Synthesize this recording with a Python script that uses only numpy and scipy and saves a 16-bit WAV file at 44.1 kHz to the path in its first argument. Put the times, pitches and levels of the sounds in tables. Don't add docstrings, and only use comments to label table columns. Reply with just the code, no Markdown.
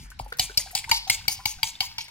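import sys
import numpy as np
from scipy import signal
from scipy.fft import rfft, irfft
from scipy.io import wavfile
from scipy.ndimage import uniform_filter1d

SR = 44100
rng = np.random.default_rng(int(sys.argv[2]) if len(sys.argv) > 2 else 0)


def volts_from_db(level):
    exponent = np.asarray(level, float) / 20
    return 10 ** exponent


def inscribe(sig):
    pcm = np.round(np.clip(np.atleast_2d(sig).T, -1, 1) * 32767)
    wavfile.write(sys.argv[1], SR, pcm.astype(np.int16))


N = 92610

# pitch_hz, level_db
HUM_SPECTRUM = [(15, -64), (25, 5), (114, 3.5), (503, -26.5), (936, -17), (1190, -16), (2220, -15),
                (9320, -32.5), (16000, -59)]
# pitch_hz, likeness_0_to_1
HUM_LIKENESS = [(60, 0.96), (400, 0.39), (2000, 0.062), (12000, 0.57)]
# start_s, drag_db, lift_delay_s, lift_db, fizz_db
DRAGS = [(0.0, -57.5, 0.04, -65, -60), (.195, -60.5, 0.0036, -50.5, -60.5),
         (.396, -37.5, 0.035, -41, -37.5), (.575, -41.5, 0.015, -72, -35), (.753, -38, 0.018, -41, -39),
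         (.916, -32.5, 0.04, -46, -37), (1.1, -36.5, 0.034, -37, -37), (1.282, -38.5, 0.041, -45, -37.5),
         (1.457, -39, 0.04, -57, -36.5), (1.631, -38.5, 0.047, -56, -42), (1.806, -36, 0.037, -51.5, -43),
         (1.983, -43.5, 0.029, -45, -63)]
# pitch_hz, level_db
RASP_SPECTRUM = [(900, -33), (1700, -16.5), (2300, -1), (5500, 1), (6500, -26), (9000, -22)]
# pitch_hz, level_db
FIZZ_SPECTRUM = [(3000, -26), (6500, 4), (10500, -3.5), (12500, -8.5), (16000, -9)]
# pitch_hz, level_db, t60_s
PAN_MODES = [(2274, 4, 0.12), (2346, -8.5, 0.12), (2490, -83, 0.0087), (2600, -19, 0.042), (2850, -4, 0.15),
             (3193, -6.5, 0.15), (4096, -1.5, 0.016), (4510, -2, 0.078), (4490, 0, 0.11),
             (4720, 5.5, 0.049), (5094, -5.5, 0.05), (6350, -7, 0.03), (7940, -20, 0.028),
             (11950, -20, 0.07)]
# start_s, thump_db, sway_db, sway_length_s
SHAKES = [(0.031, -35, -38, 0.1), (0.206, -28.5, -32.5, 0.073), (0.398, -27, -41, 0.17),
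          (0.575, -29, -46, 0.23), (0.752, -35.5, -56, 0.032), (0.911, -29, -41, 0.14),
          (1.099, -29, -44.5, 0.23), (1.279, -31, -49.5, 0.32), (1.457, -28, -42, 0.064),
          (1.634, -34, -48.5, 0.12), (1.807, -35, -50.5, 0.1), (1.985, -40, -49, 0.041)]
# start_s, peak_db, centre_hz
TICKS = [(.102, -45, 6900), (.245, -52.5, 12000), (.281, -52.5, 9100), (.301, -53.5, 7100),
         (.335, -45, 3070), (.37, -42, 11000), (.386, -33.5, 7300), (.712, -42, 11800), (.841, -59, 4030),
         (.893, -29, 5150), (1.076, -33.5, 5200), (1.673, -44, 4840), (2.04, -48.5, 7450),
         (2.081, -44.5, 4940)]
# start_s, peak_db, pitch_hz
PLOPS = [(.116, -38, 1480), (.322, -31.5, 1420), (.322, -37, 457), (.496, -33, 1490), (.497, -38, 406),
         (.599, -27.5, 2007), (.672, -41.5, 1580), (.686, -52, 2240), (.707, -39.5, 2000),
         (1.208, -45, 1515), (1.402, -44.5, 1380), (1.586, -42.5, 1490), (.841, -29.5, 2080),
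         (.893, -30.5, 1483), (1.253, -40.5, 1500), (1.753, -28, 3580), (2.082, -39, 2170)]
# start_s, peak_db, treble_db, low_mode_db
STRIKES = [(0.1905, -32, -14, 2.5), (0.3947, -7.5, -6, -9.5), (0.5734, -9, 3, -6), (0.7508, -12, -2, -6),
           (0.913, -6, -1, 1), (1.0982, -4, -7, -0.5), (1.28, -11.5, 3, 3.5), (1.455, -9, 1.5, 1.5),
           (1.6299, -12.5, 4.5, 3), (1.8047, -11, -3.5, 2.5), (1.9822, -18, -15, 6)]
# pitch_hz, level_db
CRACK_SPECTRUM = [(180, -117), (300, -39), (1580, 5), (2140, 21.5), (4590, 14), (12100, -19),
                  (16000, -19.5)]
# start_s, peak_db, pitch_hz, t60_s
BONKS = [(0.198, -5, 815, 0.01), (0.261, -29, 850, 0.04), (0.395, -17.5, 751, 0.036),
         (0.574, -37, 585, 0.094), (0.661, -29, 760, 0.033), (0.674, -32, 790, 0.028),
         (1.39, -34, 793, 0.059), (0.731, -35.5, 729, 0.094), (0.752, -19, 802, 0.045),
         (0.876, -30.5, 916, 0.083), (0.916, -7, 911, 0.046), (1.07, -27.5, 773, 0.075),
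         (1.099, -17, 807, 0.027), (1.281, -23.5, 794.5, 0.055), (1.391, -39, 1004, 0.14),
         (1.457, -15.5, 857, 0.032), (1.585, -46, 754, 0.1), (1.631, -16, 903, 0.04),
         (1.806, -22, 783, 0.042), (1.829, -32, 994, 0.079), (1.985, -23, 925, 0.03),
         (2.086, -46, 940, 0.084)]
# start_s, peak_db, pitch_hz
CLANKS = [(.396, -14, 2990), (.396, -11, 4010), (.396, -19, 4880), (.397, -17, 4730), (.396, -23, 6450),
          (.5745, -18, 4720), (.5745, -23, 5200), (.578, -13, 5440), (.578, -14, 4570),
          (.7515, -12.5, 4670), (.7515, -31, 5100), (.7515, -22, 4000), (.9145, -10, 2168),
          (.9145, -11, 2887), (.9145, -11.5, 4650), (1.0995, -10, 2140), (1.0995, -20, 4630),
          (1.0995, -45, 2900), (1.0995, -35, 4170), (1.0995, -31, 5440), (1.0995, -23, 11800),
          (1.2815, -15.5, 2260), (1.2815, -23, 3037), (1.2815, -15.5, 4050), (1.282, -10, 4540),
          (1.282, -24, 4330), (.915, -21, 1895), (1.983, -33, 3900), (1.2815, -15, 5320),
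          (1.4565, -18.5, 2267), (1.4565, -23, 2943), (1.4565, -19, 3900), (1.4565, -23, 4250),
          (1.4565, -26.5, 3230), (.263, -39.5, 543), (1.4565, -23, 4600), (1.6305, -13, 2215),
          (1.6305, -15, 4680), (1.6305, -14.5, 3210), (1.6305, -17, 3895), (1.806, -21, 2204),
          (1.806, -14, 3086), (1.806, -22, 4320), (1.806, -24, 4830), (1.806, -20.5, 4930)]
# middle_s, level_db, centre_hz, half_length_s
CATCHES = [
    (.44, -52, 4700, 0.0071),
    (.64, -46, 5160, 0.0059),
    (.79, -49, 5200, .01),
    (1.14, -42, 4600, 0.0061),
    (1.32, -41, 5130, 0.0087),
    (1.485, -41, 4800, 0.011),
    (1.675, -31, 4900, .0015),
    (1.685, -40, 5000, 0.0074),
    (1.85, -47, 4220, 0.0094),
    (2.02, -46, 5140, 0.0097),
]

HUM_DB = -52
DRAG_T60_S, LINGER_DB, LINGER_T60_S = 0.2, -5, 0.74
LIFT_RISE_S, LIFT_FALL_S = 0.013, 0.012
SWISH_FROM_HZ, SWISH_TO_HZ, SWISH_WIDTH_HZ, SWISH_DB = 3600, 8000, 600, -1
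FIZZ_PAST_S, FIZZ_EDGE_S, FIZZ_REST_DB, FROTH_DB = 0.027, 0.0047, -10.5, 0
SLIPS_PER_S, SLIP_SPREAD_DB = 6600, 3.5
SLIP_DETUNE, SLIP_T60_S, RASP_RING_DB = .02, .035, -6
RASP_BOWL_DB, BOWL_HZ = -11, 878
MODE_SCATTER_DB, MODE_DETUNE, DAMPED_T60_S = 2.5, .012, .035
ROOM_DB, ROOM_T60_S, ROOM_TREBLE_HZ = -15.5, 0.29, 6400
THUMP_HZ, THUMP_T60_S, SWAY_HZ = 109, .05, 46.55
TICK_T60_S = 0.07
PLOP_CYCLES, PUFF_WIDTH, PUFF_DB = 67, .35, -1
CRACK_DB, CRACK_T60_S, THIN_HZ = 3, .032, 1950
CLANK_T60_S, CLANK_RISE_S = 0.026, 0.00084
CATCH_WIDTH_HZ = 700
SPREAD_DB, LEFT_DB, LEFT_LAG_S = -3, 2.2, -.00008
EDGE_HZ = 15950


def evened(x):
    return x / np.sqrt(np.mean(x ** 2) + 1e-20)


def read(points, hz):
    f, value = np.transpose(points)
    return np.interp(np.log(hz + 1), np.log(f + 1), value)


def add(mix, start_s, sound):
    part = mix[max(round(start_s * SR), 0):][:len(sound)]
    part += sound[:len(part)]


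def colour(x, points, treble_db=0):
    hz = np.fft.rfftfreq(len(x), 1 / SR)
    shelf_db = treble_db / (1 + (6500 / (hz + 1)) ** 4)
    return irfft(rfft(x) * volts_from_db(read(points, hz) + shelf_db), len(x))


def resonate(x, hz, width_hz):
    turn = np.exp(2j * np.pi * np.cumsum(hz * np.ones(len(x))) / SR)
    r = np.exp(-np.pi * width_hz / SR)
    return 2 * (turn * signal.lfilter([1 - r], [1, -r], x / turn)).real


def ring(t, hz, db, t60_s, rise_s=.0004):
    return volts_from_db(db - 60 * t / t60_s) * (1 - np.exp(-t / rise_s)) * np.sin(2 * np.pi * hz * t)


def hum():
    frames, hz = N // 256 + 5, np.fft.rfftfreq(1024, 1 / SR)
    a, b, c, d, patches = rng.standard_normal((frames, 513, 5)).T
    patches = evened(uniform_filter1d(uniform_filter1d(patches, 14, 0), 8, 1))
    same = np.clip(read(HUM_LIKENESS, hz), -1, 1)[:, None]
    left = a + 1j * b
    right = same * left + np.sqrt(1 - same ** 2) * (c + 1j * d)
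    z = np.array([left, right]) * volts_from_db(read(HUM_SPECTRUM, hz)[:, None] + 3.8 * patches)
    return volts_from_db(HUM_DB) * evened(signal.istft(z, nperseg=1024, noverlap=768)[1][:, :N])


def slips(size):
    luck = rng.random((4, size))
    clumps = volts_from_db(3.3 * evened(uniform_filter1d(luck[3] - .5, size=300)))
    clicks = (luck[0] < SLIPS_PER_S / SR) * np.sign(luck[1] - .5)
    return evened(clumps * clicks * volts_from_db(-SLIP_SPREAD_DB * np.log(luck[2] + 0.18)))


def steel(treble_db, low_db=0, detune=MODE_DETUNE, longest_s=DAMPED_T60_S):
    t, out = np.arange(6000) / SR, np.zeros(6000)
    luck = rng.standard_normal((len(PAN_MODES), 2))
    for (hz, db, t60_s), (a, b) in zip(PAN_MODES, luck):
        level_db = db + MODE_SCATTER_DB * a + treble_db * (hz > 6500) + low_db * (hz < 3500)
        out += ring(t, hz * (1 + detune * b), level_db, min(t60_s, longest_s), .0001)
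    return out


def drag(start_s, drag_db, delay_s, lift_db, fizz_db):
    n = 14000
    t = np.arange(n) / SR
    late = t - delay_s
    lift = volts_from_db(lift_db) * np.exp(-.5 * (late / np.where(late < 0, LIFT_RISE_S, LIFT_FALL_S)) ** 2)
    linger = volts_from_db(LINGER_DB - 60 * t / LINGER_T60_S)
    slide = volts_from_db(drag_db) * (volts_from_db(-60 * t / DRAG_T60_S) + linger)
    fizzing = 1 / (1 + np.exp((late - FIZZ_PAST_S) / FIZZ_EDGE_S))
    wet = volts_from_db(fizz_db) * (fizzing + volts_from_db(FIZZ_REST_DB - 60 * t / LINGER_T60_S))

    rasp = (slide + lift) * evened(colour(slips(n), RASP_SPECTRUM))
    body = steel(0, 0, SLIP_DETUNE, SLIP_T60_S)
    rung = signal.fftconvolve(slips(n) * (slide + lift), body / np.linalg.norm(body))[:n]
    bowl = slide * evened(resonate(resonate(slips(n), BOWL_HZ, 210), BOWL_HZ, 190))
    progress = np.clip(t / (delay_s + .012), 0, 1) ** 2.5
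    glide_hz = SWISH_FROM_HZ * (SWISH_TO_HZ / SWISH_FROM_HZ) ** progress
    swish = (lift + .5 * slide * (late < 0)) * evened(resonate(slips(n), glide_hz, SWISH_WIDTH_HZ))
    froth = slips(n) + volts_from_db(FROTH_DB) * rng.standard_normal(n)
    fizz = (wet + .5 * lift) * evened(colour(froth, FIZZ_SPECTRUM))
    return start_s, rasp + volts_from_db(RASP_RING_DB) * rung + volts_from_db(RASP_BOWL_DB) * bowl + volts_from_db(SWISH_DB) * swish + fizz


def kitchen(x):
    taps, t = np.zeros((2, 20000)), np.arange(20000) / SR
    at = np.arange(200, 19960, 20) + rng.integers(0, 20, (2, 988))
    np.put_along_axis(taps, at, rng.choice([-1., 1.], at.shape), 1)
    taps = signal.lfilter(*signal.butter(1, ROOM_TREBLE_HZ, fs=SR), taps * volts_from_db(-60 * t / ROOM_T60_S))
    taps = signal.lfilter(*signal.butter(2, 400, "high", fs=SR), taps)
    taps *= volts_from_db(ROOM_DB) / np.linalg.norm(taps[0])
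    return signal.fftconvolve(x[None], taps, axes=1)[:, :N]


def shake(start_s, thump_db, sway_db, length_s):
    t = np.arange(12000) / SR
    hold = np.minimum(t / 0.022, 1) * volts_from_db(-30 * t) / (1 + np.exp((t - length_s) / 0.026))
    thump = ring(t, THUMP_HZ, thump_db, THUMP_T60_S, 0.00052)
    overtone = ring(t, 230.6, thump_db - 14.5, 0.058, 0.0029)
    sway = volts_from_db(sway_db) * hold * np.sin(2 * np.pi * SWAY_HZ * t)
    return start_s, thump + overtone - sway


def tick(start_s, db, hz):
    t = np.arange(5000) / SR
    grit = rng.standard_normal(len(t))
    crackle = evened(resonate(resonate(grit, hz, hz * 1.14), hz, hz))
    return start_s, crackle * volts_from_db(db - 60 * t / TICK_T60_S) * (1 - np.exp(-t / 0.00042))


def plop(start_s, db, hz):
    t, t60_s = np.arange(6000) / SR, min(PLOP_CYCLES / hz, .06)
    tone = ring(t, hz * (1 + 1.5 * t), db, t60_s, .001)
    puff = evened(resonate(slips(len(t)), hz, hz * PUFF_WIDTH)) * volts_from_db(db + PUFF_DB - 60 * t / t60_s)
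    return start_s, tone + puff * (1 - np.exp(-t / 0.003))


def strike(start_s, db, treble_db, low_db):
    out, t = np.zeros(7000), np.arange(6000) / SR
    for k, force in enumerate((.5, 1, .8, .5)):
        crack = evened(colour(rng.standard_normal(6000), CRACK_SPECTRUM, treble_db + 43.5))
        crack *= volts_from_db(CRACK_DB - 60 * t / CRACK_T60_S)
        add(out, .0022 * k / 3, force * (crack + steel(treble_db + 15, low_db)))
    out = signal.lfilter(*signal.butter(2, THIN_HZ, "high", fs=SR), out)
    return start_s, volts_from_db(db) * out / abs(out).max()


def bonk(start_s, db, hz, t60_s):
    t = np.arange(8000) / SR
    mode = ring(t, hz, db, t60_s, 0.0037)
    neighbour = ring(t, hz * 1.09, db - 10, t60_s, 0.0044)
    knock = ring(t, hz * 0.79, db - 70.5, 0.002, 0.00048)
    return start_s, mode + neighbour + knock


def clank(start_s, db, hz):
    return start_s, ring(np.arange(3000) / SR, hz, db, CLANK_T60_S, CLANK_RISE_S)


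def catch(middle_s, db, hz, half_s):
    t = np.arange(4000) / SR
    grit = evened(resonate(slips(len(t)), hz, CATCH_WIDTH_HZ))
    swell = np.exp(-.5 * ((t - 2 * half_s) / half_s) ** 2)
    return middle_s - 2 * half_s, volts_from_db(db) * swell * grit


def scene():
    near, uneven, low = np.zeros((3, N))
    voices = ((DRAGS, drag), (TICKS, tick), (PLOPS, plop), (STRIKES, strike),
              (BONKS, bonk), (CLANKS, clank), (CATCHES, catch))
    for rows, voice in voices:
        for row in rows:
            start_s, sound = voice(*row)
            smear = rng.standard_normal(41) * np.hanning(41)
            smear = smear - smear[::-1]
            add(near, start_s, sound)
            add(uneven, start_s, signal.fftconvolve(sound, smear / np.linalg.norm(smear), "same"))
    for row in SHAKES:
        add(low, *shake(*row))
    uneven = volts_from_db(SPREAD_DB) * signal.filtfilt(*signal.butter(1, 500, "high", fs=SR), uneven)
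    lag = np.exp(-2j * np.pi * np.fft.rfftfreq(N, 1 / SR) * LEFT_LAG_S)
    left = irfft(rfft(near + uneven) * lag, N)
    pan = np.array([left * volts_from_db(LEFT_DB / 2), (near - uneven) * volts_from_db(-LEFT_DB / 2)])
    hob = low * volts_from_db(np.array([[.6], [-.6]]))
    return pan + kitchen(near) + hob + hum()


def band_limit(x):
    return signal.sosfilt(signal.butter(12, 17010, fs=SR, output="sos"), x)


def record(dry):
    lowpass = signal.firwin(255, EDGE_HZ, window=("kaiser", 9), fs=SR)
    mix = signal.oaconvolve(dry, lowpass[None], "same")
    return band_limit(mix)


dry = scene()
out = record(dry)
inscribe(out)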